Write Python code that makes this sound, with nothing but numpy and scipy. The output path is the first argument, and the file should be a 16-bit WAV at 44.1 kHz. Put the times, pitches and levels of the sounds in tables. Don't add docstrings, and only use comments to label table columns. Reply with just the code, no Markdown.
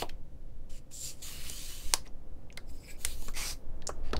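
import sys
import numpy as np
from scipy import signal
from scipy.fft import rfft, irfft
from scipy.io import wavfile
from scipy.ndimage import uniform_filter1d

SR = 44100
rng = np.random.default_rng(int(sys.argv[2]) if len(sys.argv) > 2 else 0)


def magnitude_from_level(level_db):
    exponent = np.asarray(level_db, float) / 20
    return 10 ** exponent


def waveform_to_disk(signal):
    frames = np.transpose(np.atleast_2d(signal))
    scaled = np.clip(frames, -1, 1) * 32767
    samples = np.round(scaled).astype(np.int16)
    wavfile.write(sys.argv[1], SR, samples)


N = 185175

# time [s], pressure [dB], depth in the foam [0-1].
LIGHT_STROKE = [(2.654, -97, .3), (2.672, -75, 0.36), (2.698, -63.5, 0.63), (2.722, -72.5, .2),
                (2.745, -66, .1), (2.79, -69.5, 0.45), (2.895, -60, 0.79), (2.912, -54, 0.56),
                (2.964, -75, 1)]


def evened(x):
    return x / np.sqrt(np.mean(x ** 2) + 1e-20)


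def read(points, hz):
    f, value = np.transpose(points)
    return np.interp(np.log(hz + 1), np.log(f + 1), value)


def colour(x, points):
    gain = magnitude_from_level(read(points, np.fft.rfftfreq(len(x), 1 / SR)))
    return evened(irfft(rfft(x) * gain, len(x)))


def wander(size, span):
    return evened(uniform_filter1d(uniform_filter1d(rng.standard_normal(size), span), span))


def resonate(x, hz, width_hz):
    turn = np.exp(2j * np.pi * np.cumsum(hz * np.ones(len(x))) / SR)
    r = np.exp(-np.pi * width_hz / SR)
    return 2 * (turn * signal.lfilter([1 - r], [1, -r], x / turn + 1e-18)).real


def twice(x, hz, width_hz):
    return evened(resonate(resonate(x, hz, width_hz), hz, width_hz))


def add(mix, start_s, sound):
    part = mix[round(start_s * SR):][:len(sound)]
    part += sound[:len(part)]


def controls(rows):
    s, *columns = np.transpose(rows)
    at = np.arange(round(s[0] * SR), round(s[-1] * SR) + 330)
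    rise = at - at[0] + 150 * (at[0] == 0)
    fade = np.clip(np.minimum(rise, at[-1] - at) / 150, 0, 1)
    return at, fade, [np.interp(at / SR, s, c) for c in columns]


def background():
    # frequency [Hz], density [dB per Hz].
    air_colour = [(40, -15.5), (70, -5), (95, -8.5), (128, -2), (170, -13.5), (300, -12), (420, -26),
                  (520, -12), (640, -27.5), (1000, -36), (2200, -40), (16000, -51)]
    rumble_colour = [(1.2, -18), (2.0, 0.5), (18, -0.5), (30, -26.5), (48, -19), (70, -22.5), (90, -37),
                     (120, -48), (200, -120)]
    # time [s], level [dB].
    lean = [(0, -52), (.24, -62.5), (.9, -63.5), (1.25, -57), (1.75, -58.5), (2.0, -58), (3.1, -55.5),
            (3.499, -57.5), (3.8, -51.5), (4.0, -49.5), (4.11, -49), (4.18, -41.5)]
    murmur_colour = [(30, -20.0), (60, -0.5), (300, -4), (700, -11), (2500, -34.5), (6000, -45.0)]
    lean_db = np.interp(np.arange(N) / SR, *np.transpose(lean))
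    rock_db = 0.98 * np.maximum(lean_db + 52.5, 0)
    rumble_db = -35 + 2.35 * wander(N, 5000) + rock_db
    air, murmur, rumble = rng.standard_normal((3, N))
    out = magnitude_from_level(-57) * colour(air, air_colour)
    out += magnitude_from_level(lean_db - 3.0) * colour(murmur, murmur_colour)
    return out + magnitude_from_level(rumble_db) * colour(rumble, rumble_colour)


def room(x):
    # frequency [Hz], t60 [s].
    decay = [(300, 0.31), (1000, .3), (3000, 0.17), (8000, 0.182), (15000, 0.31)]
    taps = np.zeros(SR // 2)
    at = np.arange(130, len(taps) - 20, 20)
    taps[at + rng.integers(0, 20, len(at))] = rng.choice([-1., 1.], len(at))
    hz, t, z = signal.stft(taps, SR, nperseg=128)
    tail = signal.istft(z * magnitude_from_level(-60 * t / read(decay, hz)[:, None]), SR, nperseg=128)[1]
    return signal.fftconvolve(x, tail / np.linalg.norm(tail))[:N]


def thumps():
    # start [s], peak [dB], frequency [Hz], t60 [s].
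    pushes = [
        (.021, -38, 131, 0.1),
        (0.778, -49, 60, 0.11),
        (3.051, -40, 65, 0.1),
        (4.064, -34, 45, 0.23),
        (4.133, -39, 150, 0.064),
        (4.167, -29.5, 48, .2),
    ]
    t, out = np.arange(9000) / SR, np.zeros(N)
    for s, db, hz, t60_s in pushes:
        swing = np.sin(2 * np.pi * hz * t) * np.minimum(1, t / 0.0047)
        add(out, s, magnitude_from_level(db - 60 * t / t60_s) * swing)
    return out


def knocks():
    # start [s], peak [dB], bench [Hz], block [Hz], block level [dB re peak].
    blows = [(0.021, -29, 434, 845, 2), (1.497, -51, 288, 767, -7), (1.9361, -31.5, 520, 970, 11.5),
             (2.069, -50, 278, 870, 2), (2.573, -44.5, 501, 1510, 7), (3.048, -43, 466, 1120, -3),
             (3.22, -48.5, 287, 885, 1), (3.281, -39.5, 280, 1210, 7), (3.8907, -32, 423, 1250, 3),
             (4.1313, -29.5, 340, 1320, 1), (4.145, -33, 441, 900, -1), (4.163, -45, 460, 754, 0),
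             (4.192, -42, 250, 800, -1)]
    t, out = np.arange(8820) / SR, np.zeros(N)
    f = np.fft.rfftfreq(len(t), 1 / SR)
    for i, (s, db, bench_hz, block_hz, block_db) in enumerate(blows):
        t60_s = 0.082 if i == 0 else 0.054
        bench = np.exp(-(np.log((f + 1) / bench_hz) / .65) ** 2)
        block = np.exp(-(np.log((f + 1) / block_hz) / .3) ** 2)
        shape = bench + magnitude_from_level(block_db - 5.5) * block
        shake = evened(irfft(rfft(rng.standard_normal(len(t))) * shape, len(t)))
        fall = magnitude_from_level(-60 * t / t60_s) + magnitude_from_level(-18.5 - 60 * t / 0.24)
        add(out, s + .0012, magnitude_from_level(db) * shake * fall * np.minimum(1, t / 0.00083))
    return out


def rings():
    # start [s], frequency [Hz], peak [dB], t60 [s].
    modes = [(0.097, 3210, -49.5, 0.053), (.099, 14000, -58, .02), (.099, 9300, -63, .02),
             (1.937, 1055, -20.5, 0.021), (1.945, 1059, -40.5, 0.11), (2.076, 5770, -55, 0.041),
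             (2.529, 6520, -61, .035), (2.5755, 2090, -36.5, 0.038), (2.5755, 4880, -44.5, .04),
             (2.885, 1650, -61, 0.14), (2.908, 1656, -57, 0.11), (3.826, 1750, -54, .04)]
    t, out = np.arange(4000) / SR, np.zeros(N)
    for s, hz, db, t60_s in modes:
        pair = np.sin(2 * np.pi * hz * t) + 0.33 * np.sin(2 * np.pi * (hz + 70) * t)
        add(out, s, magnitude_from_level(db - 60 * t / t60_s) * pair * np.minimum(1, t / 0.00047))
    return out


def snaps(rows, top_db, t60_s):
    t, out = np.arange(11025) / SR, np.zeros(N)
    f = np.fft.rfftfreq(len(t), 1 / SR)
    for s, db, hz, low_db in rows:
        high_db = low_db + top_db
        skirt = [(700, low_db - 30.5), (1600, low_db + 3), (3200, low_db + 1.5),
                 (10500, high_db), (13000, high_db - 10), (17000, high_db - 5)]
        shape = magnitude_from_level(read(skirt, f)) + np.exp(-(np.log((f + 1) / hz) / 0.24) ** 2)
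        crack = evened(irfft(rfft(rng.standard_normal(len(t))) * shape, len(t)))
        dull = irfft(rfft(crack) / (1 + (f / 7000) ** 2), len(t))
        body = crack * (magnitude_from_level(-60 * t / t60_s) + magnitude_from_level(-24 - 60 * t / 0.14))
        body += dull * magnitude_from_level(-32.5 - 60 * t / 0.26)
        add(out, s, magnitude_from_level(db - 7.5) * body * np.minimum(1, t / 0.00016))
    return out


def clicks():
    # start [s], peak [dB], ring [Hz], skirt [dB re peak].
    cracks = [(0.0974, -48, 3250, 4), (1.17, -47, 7450, -12), (1.4979, -22, 7100, -7),
              (1.9375, -4, 5070, -5), (2.574, -27, 4230, -10), (2.9053, -43, 7340, -1),
              (3.049, -9, 7900, 1), (3.223, -35, 3800, -1), (3.3379, -39, 5040, -15),
              (3.8705, -21, 6460, -19.5), (3.8745, -19.5, 6600, -36), (3.886, -29, 6900, -21)]
    ticks = [(0.0215, -20, 3000, -2), (0.0915, -37.5, 5460, -11), (0.0945, -29.5, 2370, -1),
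             (2.0662, -40, 2960, 1), (2.0754, -43, 5600, -6), (2.5027, -41, 2410, -31),
             (2.5257, -43, 6700, -3), (3.2837, -30.5, 6900, 0), (3.8214, -38, 4020, -10),
             (4.1086, -42, 4120, -4), (4.1325, -21, 4200, 1), (4.1655, -20.5, 4100, -11),
             (4.1924, -21.5, 4150, -10)]
    return snaps(cracks, top_db=4, t60_s=0.012) + snaps(ticks, top_db=-15.5, t60_s=0.013)


def singing():
    # frequency [Hz], width
    # [Hz], level [dB].
    squeak = [(2290, 520, 4.5), (5070, 420, 0.5), (7850, 750, 1.5), (9830, 480, -6.5), (12400, 910, 1.5),
              (14200, 740, 0)]
    out = np.zeros(N)
    at, fade, (db, depth) = controls(LIGHT_STROKE)
    low_db = np.interp(depth, [0, 1], (-22, 4.5))
    for k, (hz, width_hz, mode_db) in enumerate(squeak):
        waver = 1 + .008 * wander(len(at), 900)
        mode = twice(rng.standard_normal(len(at)), hz * waver, width_hz)
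        level_db = db - 5.5 + mode_db + 5.2 * wander(len(at), 700)
        level_db = level_db + low_db * (k == 0) - 9 * (k > 3)
        out[at] += mode * magnitude_from_level(level_db) * fade
    return out


def tearing():
    level_db = 1.0 * wander(N, 20) + 0.48 * wander(N, 300)
    cells = rng.standard_normal(N) * magnitude_from_level(level_db)
    z = signal.stft(cells, nperseg=256, noverlap=192)[2]
    patches = uniform_filter1d(uniform_filter1d(rng.standard_normal(z.shape), 2, 0), 55, 1)
    return signal.istft(z * magnitude_from_level(1.7 * evened(patches)), nperseg=256, noverlap=192)[1][:N]


def brush(start_s, rise_s, hold_s, db, depth):
    lift_db, let_go_db_per_s = -30, 899.5
    end_s = start_s + rise_s + hold_s
    return [(start_s, db + lift_db * (start_s > 0), depth), (start_s + rise_s, db, depth),
            (end_s, db, depth), (end_s - lift_db / let_go_db_per_s, db + lift_db, depth)]


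def streak(cells, hz, hz_share, span, width_hz, db):
    level = magnitude_from_level(db + 3 * wander(len(cells), 1200))
    return level * twice(cells, hz * (1 + hz_share * wander(len(cells), span)), width_hz)


def strokes():
    # frequency [Hz], density [dB per Hz].
    score = [(1470, -47), (2500, -20), (3780, -7), (4290, -5.5), (5970, -4.5), (6460, -16), (7320, -0.5),
             (8460, -6), (10500, -11), (13600, -39), (22000, -120)]
    saw = [(1470, -41), (2500, -22.5), (2990, 3.5), (3240, -4), (3420, 5), (4450, 6), (5560, -1.5),
           (7240, 5.5), (9770, 2), (10500, -7.5), (13600, -45.5), (22000, -120)]
    slide = [(1470, -3.5), (2500, -8), (2990, -3), (4810, 6), (5230, -6), (5900, -23), (6810, 1), (8560, 5),
             (10500, -8), (13600, -22), (22000, -120)]
    rub = [(1200, -9), (2500, -9), (4200, -16.5), (6000, -16), (10500, -25), (13000, -44)]
    boom_colour = [(350, -12.5), (600, -19), (951, -11.5), (1150, -4.5), (1470, -9), (1630, -6), (2600, 1),
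                   (3380, -15.5), (5720, -120)]
    fizz_colour = [(8000, -16), (10000, -8), (11500, 0.5), (13000, 0), (14500, 2), (16000, -3),
                   (17000, -29)]
    # time [s], pressure [dB], depth or weight on the mat [0-1].
    first_score = [(.9, -84, .6), (.914, -56.5, 0.9), (.945, -50.5, 0), (1.07, -40.5, 0.46),
                   (1.105, -44, .55), (1.165, -67.5, 0.85), (1.213, -58.5, .6)]
    long_cut = [(1.218, -48, .3), (1.228, -44.5, 0.2), (1.3, -45, 0.82), (1.386, -50, 1),
                (1.49, -45.5, 0.93), (1.57, -46.5, 0.59), (1.7, -46.5, 0.78), (1.82, -50.5, 0.79),
                (1.93, -51.5, 0.74)]
    last_cut = [(2.97, -71, .3), (3.014, -52, 0.17), (3.045, -54.5, 0.37), (3.065, -49, 0.96),
                (3.125, -50, 1), (3.17, -58, 0.46), (3.225, -54.5, 0.27), (3.285, -54, 0.21),
                (3.32, -63.5, .3)]
    push = [(3.335, -62.5, 0.84), (3.371, -41, 0.86), (3.447, -39.5, 0.67), (3.505, -39.5, 0.26),
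            (3.528, -44, 0.38), (3.56, -69, 0.82), (3.6, -84, 0.3)]
    # start [s], rise [s], hold [s], pressure [dB], depth [0-1].
    brushes = [
        (0, .004, 0.019, -44.5, 0.88),
        (0.688, 0.011, 0.088, -59, 0.79),
        (2.031, 0.026, 0.011, -63.5, 1),
        (3.885, 0.0069, 0.0026, -50, 0.94),
        (4.005, 0.048, 0.045, -60.5, 0),
    ]
    # value when shallow, value when deep; rows are boom [dB], fizz [dB],
    # contact [Hz], contact [dB], streak [Hz], streak [dB], levels re pressure.
    bite = [(-19, -6), (-9, -5.5), (8205.5, 4999.5), (1, -18), (3497, 2899.5), (-31.5, -9)]
    through = [(-13, -11), (-1.5, -4), (7602, 3997.5), (-11, -9), (2902, 3200), (-26, -24)]
    skid = [(-28, 1), (-11, -11.5), (5350, 5952), (3.5, -5), (2600, 2034), (-34, -1)]
    skim = [(-40, -1), (-10, -12.5), (7514, 6504), (3, -18), (3400, 2900), (-45, -5)]
    touch = [(-7, -1), (-27, -4), (4300, 4600), (-8, -3), (2503, 3005), (-36, 1)]

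    drag = [(s, db - 1.5, depth) for s, db, depth in LIGHT_STROKE]
    moves = [(first_score, score, skim), (long_cut, saw, bite), (drag, saw, through),
             (last_cut, saw, through), (push, slide, skid)]
    moves += zip([brush(*row) for row in brushes], [saw, score, slide, score, rub],
                 [touch, skim, skid, skim, touch])
    cells, out = tearing(), np.zeros(N)
    boom, fizz = colour(cells, boom_colour), colour(cells, fizz_colour)
    for rows, kind, law in moves:
        at, fade, (db, depth) = controls(rows)
        bent = [a + (b - a) * np.clip(depth, 0, 1) for a, b in law]
        boom_db, fizz_db, contact_hz, contact_db, streak_hz, streak_db = bent
        sound = colour(cells[at], kind)
        sound += magnitude_from_level(boom_db) * boom[at] + magnitude_from_level(fizz_db) * fizz[at]
        sound += magnitude_from_level(contact_db) * twice(cells[at], contact_hz, 1700)
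        sound += streak(cells[at], streak_hz, .02, 1500, 330, streak_db)
        sound += streak(cells[at], 4720, .025, 1500, 420, -21)
        out[at] += magnitude_from_level(db - 2.5) * sound * fade
    return out


def scene():
    friction = strokes() + singing()
    blows = clicks() + rings() + knocks() + thumps()
    return (background() + room(magnitude_from_level(-13.5) * friction) + blows + friction)[None]


def top_cut(x):
    return signal.sosfilt(signal.butter(12, 16480, fs=SR, output="sos"), x)


def record(dry):
    edge_hz = 15830
    mirrored = np.hstack([dry, dry[:, ::-1]])
    f = np.fft.rfftfreq(2 * N, 1 / SR)
    shelf = magnitude_from_level(np.interp(f, [edge_hz - 120, edge_hz + 120], [0, -32]))
    return top_cut(irfft(rfft(mirrored) * shelf, 2 * N)[:, :N])


dry = scene()
out = record(dry)
waveform_to_disk(out)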